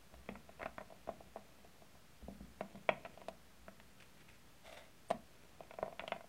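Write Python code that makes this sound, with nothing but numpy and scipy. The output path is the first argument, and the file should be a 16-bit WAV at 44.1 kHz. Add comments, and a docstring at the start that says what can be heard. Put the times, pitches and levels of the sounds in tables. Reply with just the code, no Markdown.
"""Light wooden ticks and knocks, close up: a tiny rolling pin is pushed over dough on a mat.
Pin and fingernails strike a small steel-topped counter; the table under it thuds and rumbles as the
hand presses, and the dough crackles faintly. A finger slides, the pin is set down with a thin squeak.
A small room answers over faint hiss and hum, all heard by one mono microphone."""
import sys
import numpy as np
from scipy import signal
from scipy.fft import rfft, irfft, next_fast_len
from scipy.io import wavfile

SR = 44100
rng = np.random.default_rng(int(sys.argv[2]) if len(sys.argv) > 2 else 0)


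def store_wav(level_fs):
    """Save 16-bit WAV to argv[1]."""
    pcm = np.round(np.clip(np.atleast_2d(level_fs), -1, 1) * 32767)
    wavfile.write(sys.argv[1], SR, pcm.T.astype(np.int16))


N = 277161

USUAL_KNOCK_DB = -46.5  # thud and grit follow how far a knock is above or below this
# pin and nails strike the counter:
# (time [s], knock level [dB], click level [dB], click pitch [Hz], snap level [dB])
TAPS = [(0.14, -56.5, -68, 2250, -67), (0.289, -59, -48.5, 2330, -80), (0.355, -55.5, -57, 2100, -84),
        (0.492, -54.5, -66, 2140, -85), (0.596, -53, -61, 2390, -69), (0.607, -50.5, -61, 2120, -82),
        (0.616, -47.5, -50, 2040, -67), (0.629, -46, -43, 2040, -59), (0.658, -39, -45, 2030, -60),
        (0.782, -44, -46.5, 2000, -75), (0.807, -53, -64, 1880, -82), (0.812, -50.5, -59, 1890, -80),
        (0.903, -54.5, -71, 2180, -85), (0.923, -52.5, -82, 2280, -84), (1.074, -46.5, -60, 2000, -81),
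        (1.09, -38.5, -55, 1980, -80), (1.207, -53, -77, 2700, -80), (1.36, -43.5, -75, 2140, -76),
        (1.369, -50, -59, 1900, -77), (1.648, -60, -89, 2650, -82), (1.821, -60, -82, 2450, -70),
        (1.952, -63.5, -80, 2380, -83), (2.609, -38, -52.5, 2440, -58), (2.755, -57.5, -69, 2550, -65),
        (2.8907, -26, -32.5, 2610, -49.5), (3.05, -48, -52.5, 2400, -67), (3.059, -50.5, -56.5, 2270, -69),
        (3.175, -52.5, -68, 2540, -70), (3.216, -54, -66, 2370, -76), (3.284, -41, -56.5, 2560, -52),
        (3.682, -51, -56.5, 2050, -80), (3.8, -66, -61.5, 2310, -64), (5.104, -38.5, -59, 2610, -49),
        (5.11, -31, -48, 2250, -48), (5.606, -47.5, -66, 2440, -80), (5.709, -52.5, -58, 2420, -80),
        (5.738, -54, -65, 2740, -68), (5.787, -43, -60, 2340, -75), (5.828, -34.5, -49, 1850, -76),
        (5.861, -52, -66, 2390, -83), (5.88, -46, -73, 2180, -77), (5.926, -50, -64, 2200, -76),
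        (5.9949, -46, -44.5, 2630, -72), (6.006, -59, -52, 2150, -72), (6.022, -51, -81, 2150, -84),
        (6.038, -45, -62, 2130, -78), (6.078, -46, -48.5, 3100, -52), (6.12, -36.5, -42.5, 2700, -61),
        (6.163, -52, -68, 2170, -67), (6.208, -55.5, -62.5, 2070, -66), (6.242, -56.5, -90, 2370, -82)]
def taps():
    """Pin and nails tick and knock, each with its own answer from the room."""
    out, t = np.zeros(N + SR), np.arange(SR // 3) / SR
    for s, *contact in TAPS:
        out[round(s * SR):][:len(t)] += room(blow(t, *contact), wet_db=-14.5, build_s=0.0018)
    return out[:N]


def blow(t, knock_db, click_db, click_hz, snap_db):
    """One contact in four layers: counter knock, table thud, pin click and surface snap."""
    hardness = min(10 + click_db - knock_db, 10)  # bare wood is bright, dough dulls click and knock
    thud_db = -63 + 0.91 * (knock_db - USUAL_KNOCK_DB)
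    sharpness = np.clip(snap_db - click_db + 5.5, -2.5, 6)
    return (amp(knock_db) * knock(t, hardness) + amp(thud_db) * thud(t)
            + amp(click_db) * click(t, click_hz) + amp(snap_db) * snap(t, sharpness))


# modes of the steel-topped counter: (frequency [Hz], level [dB], t60 [s])
COUNTER = [(464, -15, 0.0042), (491, -9, 0.013), (593, -5.5, 0.012), (663, 1.5, 0.027), (677, -12, 0.014),
           (765, -18, 0.075), (939, 0, 0.013), (1006, -7.5, 0.0082), (1316, -12, 0.026),
           (1433, -24.5, 0.054)]
def knock(t, tilt_db):
    """The counter rings briefly; a harder contact tilts its modes brighter, in dB per octave."""
    panel = ring(COUNTER, t, tilt_db, scatter_db=1.5, detune=.012)
    attack = 1 - np.exp(-t / 0.0012)
    return struck(radiated(panel * attack, corner_hz=422), span_s=0.011)


def through_counter(x):
    """A rubbing force heard through the counter's modes, rms 1."""
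    t = np.arange(SR // 8) / SR
    return unit(signal.fftconvolve(x, ring(COUNTER, t, 0, scatter_db=4, detune=0))[:N])


# modes of the wooden pin: (frequency [Hz], level [dB], t60 [s])
PIN = [(1710, 9.5, 0.0054), (1870, 10, 0.049), (2080, 11, 0.034), (2408, 4.5, 0.038), (2700, -24, 0.026),
       (2920, -69, 0.0039), (3340, 11, 0.022)]
# noise colour of the pin's impact: (frequency [Hz], level [dB])
CRACK = [(400, -14), (1000, 1.5), (1400, 6.5), (2000, 4.5), (2700, 8), (3400, -15), (4000, -23),
         (5500, -19.5), (10000, -40)]
def click(t, click_hz):
    """The pin clicks: a dry crack over a short wooden ring."""
    tilt_db = 24 * np.log2(click_hz / PIN[3][0])  # a shorter contact favours the higher modes
    wood = unit(ring(favoured(PIN, click_hz), t, tilt_db, scatter_db=2, detune=.02))
    burst = amp(-60 * t / 0.0077) + 0.27 * amp(-60 * t / 0.051)  # impact, then scatter off nearby surfaces
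    colour = tilted(favoured(CRACK, click_hz), 1.93 * tilt_db)
    crack = unit(noise(colour, len(t)) * burst)
    return struck(cushioned(0.48 * wood + crack, corner_hz=4120), span_s=0.011)


# noise colour of hard surfaces meeting: (frequency [Hz], level [dB])
SNAP = [(1500, -1.5), (3900, 4), (5500, -8.5), (9000, -11.5), (15000, -31)]
def snap(t, sharpness):
    """The bright edge of a tap; a small hard contact, as of a nail, reaches higher."""
    rasp = noise(tilted(SNAP, 0.39 * sharpness), len(t)) * amp(-60 * t / 0.03)
    attack = 1 - np.exp(-t / 0.00013)
    return struck(rasp * attack, span_s=0.004)


# modes of the table: (frequency [Hz], level [dB], t60 [s])
TABLE = [(139.3, -10.5, 0.49), (170.4, -7, 0.46), (197, 7.5, 0.2), (219.6, -0.5, 0.23), (240.4, -3.5, 0.25),
         (270.4, 0, 0.098), (327, -14.5, 0.35)]
def thud(t):
    """The table under the counter answers lower and more slowly."""
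    table = ring(TABLE, t, 0, scatter_db=3, detune=.015)
    attack = 1 - np.exp(-t / 0.0025)
    return struck(radiated(table * attack, corner_hz=121), span_s=0.018)


# the table's rocking modes: (frequency [Hz], level [dB], t60 [s])
ROCKING = [(61.3, 0.5, 0.25), (126, -12, 0.14), (214, -6, 0.14)]
# rumble colour of the swaying table: (frequency [Hz], level [dB])
SWAY = [(22, -16), (42, -15), (58, 7), (78, -9), (105, -19), (135, -12), (170, -14), (195, -8),
        (250, -10.5), (500, -45)]
# the hand bears down on the pin: (time [s], rocking level [dB], thud level [dB], bump level [dB])
PRESSES = [(0.127, -53.5, -82, -68), (.289, -63, -45.5, -43.5), (.628, -54, -60, -69),
           (1.074, -56, -59.5, -57), (2.223, -48, -70, -63.5), (2.283, -55, -48.5, -48),
           (2.406, -61, -48, -61), (2.609, -80, -50, -86), (2.747, -75, -51.5, -62),
           (3.682, -79, -60.5, -81), (5.109, -69, -45.5, -80)]
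def presses():
    """Each push bumps the counter through the dough, rocks the table and leaves it swaying."""
    out, t = np.zeros(N + SR), np.arange(SR // 2) / SR
    for s, rock_db, thud_db, bump_db in PRESSES:
        rock = ring(ROCKING, t, 0, scatter_db=0.5, detune=0.049) * (1 - np.exp(-t / 0.0064))
        bump = cushioned(knock(t, tilt_db=-59), corner_hz=960)  # muffled by the dough
        push = amp(thud_db) * thud(t) + amp(bump_db) * bump
        out[round(s * SR):][:len(t)] += amp(rock_db) * rock + room(push, wet_db=-10.5, build_s=0.002)
    hold_s, resting_db = 0.052, -72.5
    swings = [(s, hold_s, rock_db - 12) for s, rock_db, *_ in PRESSES]
    sway = amp(resting_db) + strokes(swings, attack_s=.02, release_s=0.74)
    return out[:N] + sway * noise(SWAY, N)


# colour of dry friction: (frequency [Hz], level [dB])
SCUFF_HISS = [(400, -5.5), (1000, -13.5), (1500, -7), (2500, -2.5), (3100, -10), (3500, -11.5), (4000, -18),
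              (9000, -23), (15000, -38)]
# strokes of the pin over the dough: (start [s], length [s], level [dB])
ROLLS = [(0.02, 1.83, -65.5), (2.65, 0.62, -60), (5.22, 0.6, -63), (5.75, .45, -71)]
def rolling():
    """Dough and mat crackle faintly under the pin, and rub grittily as it rides over each bump."""
    slips = grains(per_s=260, spread_db=1.5)
    crackle = 0.29 * through_counter(slips) + 0.25 * coloured(slips, SCUFF_HISS)
    fine_slips = grains(per_s=1500, spread_db=2)
    grit = through_counter(fine_slips) + 0.38 * coloured(fine_slips, SCUFF_HISS)
    lead_s, hold_s = 0.021, 0.03  # the grit starts just ahead of each knock
    bumps = [(s - lead_s, hold_s, -66 + 0.33 * (knock_db - USUAL_KNOCK_DB)) for s, knock_db, *_ in TAPS]
    friction = (strokes(ROLLS, attack_s=0.067, release_s=0.35) * crackle
                + strokes(bumps, attack_s=0.028, release_s=0.073) * grit)
    return room(friction, wet_db=-15.0, build_s=0.0064)


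# fingers scuff the pin: (start [s], length [s], level [dB])
SCUFFS = [(4.001, 0.0072, -59.5), (4.021, 0.0073, -57), (4.17, .03, -68.5), (4.205, 0.013, -63),
          (4.283, 0.014, -58), (4.31, 0.048, -71)]
def scuffing():
    """Fingers brush the pin in short, dry bursts of tiny slips."""
    scuff = coloured(grains(per_s=2200, spread_db=0.5), SCUFF_HISS)
    return strokes(SCUFFS, attack_s=0.0023, release_s=0.043) * scuff


# resonances of the rubbed finger and pin: (frequency [Hz], width [Hz], level [dB])
RUB = [(663, 220, 6), (1380, 700, -6.5), (2070, 450, -1), (2660, 310, -5.5), (3530, 420, -5.5),
       (5700, 1100, -18), (8400, 1000, -18)]
# hiss colour of the slide: (frequency [Hz], level [dB])
SLIDE_HISS = [(300, 4), (1000, 6), (4000, -3), (8000, -9), (12000, -12), (15000, -20)]
# jerks of the sliding finger: (start [s], length [s], level [dB])
SLIDES = [(4.642, 0.067, -57.5), (4.716, 0.026, -56), (4.765, 0.022, -55.5), (4.81, .055, -69.5)]
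def sliding():
    """A finger slides along the pin in jerks, with a resonant rasp and a soft hiss."""
    def body(hz):
        return sum(amp(db) * (1j * hz * width / (centre ** 2 - hz ** 2 + 1j * hz * width)) ** 2
                   for centre, width, db in RUB)
    rasp = unit(filtered(grains(per_s=4000, spread_db=5.0), body))
    return strokes(SLIDES, attack_s=0.01, release_s=0.11) * (rasp + 0.46 * noise(SLIDE_HISS, N))


# the pin is set down: (start [s], length [s], level [dB])
SQUEAKS = [(5.084, 0.021, -62.5)]
def squeaking():
    """The pin gives one thin squeak, a narrow band of high noise."""
    squeak = noise([(6000, -54), (8200, -15), (8750, 2), (9200, -14), (11000, -59)], N)
    return strokes(SQUEAKS, attack_s=0.0057, release_s=.03) * squeak


# decay of the small room: (frequency [Hz], t60 [s])
ROOM = [(150, 0.3), (700, 0.26), (2500, 0.26), (9000, 0.1)]
def room(x, wet_db, build_s):
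    """Adds a diffuse tail that swells in, then dies at its own speed at each frequency."""
    hz, t, spectrum = signal.stft(rng.standard_normal(SR // 3), SR, nperseg=256)
    decay = amp(-60 * t / along(ROOM, hz)[:, None])
    tail = signal.istft(spectrum * decay, SR, nperseg=256)[1]
    tail *= 1 - np.exp(-(np.arange(len(tail)) / SR / build_s) ** 2)
    return x + amp(wet_db) * signal.fftconvolve(x, tail / np.linalg.norm(tail))[:len(x)]


# colour of the noise floor: (frequency [Hz], level [dB])
HISS = [(26, -15), (45, -5), (157, 0.5), (276, -6), (440, -7.5), (522, -8.5), (684, -8.5), (873, -10.5),
        (1170, -11.5), (1290, -10), (1430, -12), (1780, -12), (3800, -16.5), (14600, -25), (15800, -26.5)]
# steady hum and whine tones: (frequency [Hz], level [dB])
HUM = [(59, -97.5), (191, -81), (4300, -101), (8793, -96)]
def background():
    """Steady room noise and microphone hiss, with a low hum and a faint electric whine."""
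    t = np.arange(N) / SR
    tones = sum(amp(db) * np.sqrt(2) * np.sin(2 * np.pi * (hz * t + rng.random())) for hz, db in HUM)
    return amp(-65.5) * noise(HISS, N) + tones


def ring(modes, t, tilt_db, scatter_db, detune):
    """Damped modes; strength and pitch vary with where the blow lands and how the hand loads them."""
    hz, db, t60 = np.transpose(modes)[:, :, None]
    size, shift = rng.standard_normal((2, len(modes), 1))
    gain = amp(db + tilt_db * np.log2(hz / hz[0]) + scatter_db * size - 60 * t / t60)
    return np.sum(gain * np.sin(2 * np.pi * hz * (1 + detune * shift) * t), axis=0)


def struck(x, span_s):
    """Scale a blow so that its energy equals rms 1 held for span_s."""
    return x / np.sqrt(np.sum(x ** 2) / (span_s * SR))


def radiated(x, corner_hz):
    """A small panel radiates little below its corner frequency."""
    return signal.sosfilt(signal.butter(2, corner_hz, "high", fs=SR, output="sos"), x)


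def cushioned(x, corner_hz):
    """A yielding contact rounds off the top of a blow."""
    return signal.sosfilt(signal.butter(4, corner_hz, fs=SR, output="sos"), x)


def favoured(rows, click_hz):
    """The length of a contact favours the frequencies around one pitch."""
    return [(hz, db - min(11 * np.log2(hz / click_hz) ** 2, 5), *rest) for hz, db, *rest in rows]


def tilted(spectrum, slope_db):
    """A spectrum with a slope in dB per octave added."""
    return [(hz, db + slope_db * np.log2(hz / spectrum[0][0])) for hz, db in spectrum]


def strokes(rows, attack_s, release_s):
    """Envelope of gestures: each rises, holds, then dies by 60 dB in release_s."""
    t = np.arange(N) / SR
    return sum(np.clip((t - s) / attack_s, 0, 1)
               * amp(db - 60 * np.maximum(t - s - length, 0) / release_s) for s, length, db in rows)


def grains(per_s, spread_db):
    """Tiny slips at random moments and of random sizes."""
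    return (rng.random(N) < per_s / SR) * rng.standard_normal(N) * amp(spread_db * rng.standard_normal(N))


def noise(spectrum, count):
    """Coloured noise of rms 1."""
    return coloured(rng.standard_normal(count), spectrum)


def coloured(x, spectrum):
    """x through an EQ curve, at rms 1."""
    return unit(filtered(x, lambda hz: amp(along(spectrum, hz))))


def filtered(x, response):
    """x through a frequency response."""
    size = next_fast_len(len(x) + SR // 4)
    return irfft(rfft(x, size) * response(np.fft.rfftfreq(size, 1 / SR)), size)[:len(x)]


def along(points, hz):
    """Read a curve on a log frequency axis."""
    point_hz, values = np.transpose(points)
    return np.interp(np.log(hz + 1), np.log(point_hz + 1), values)


def amp(db):
    """Decibels to gain."""
    return 10 ** (np.asarray(db) / 20)


def unit(x):
    """Scale to rms 1."""
    return x / np.sqrt(np.mean(x ** 2) + 1e-20)


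def scene():
    """Everything at the one microphone."""
    pin = taps() + presses() + rolling()
    handling = room(scuffing() + sliding() + squeaking(), wet_db=-11, build_s=0.0048)
    return (pin + handling + background())[None]


def record(dry):
    """The recorder sits slightly off zero and keeps nothing above its band limit."""
    top_hz, offset = 15800, -.0007
    return np.array([filtered(x, lambda hz: hz < top_hz) for x in dry]) + offset


dry = scene()
out = record(dry)
store_wav(out)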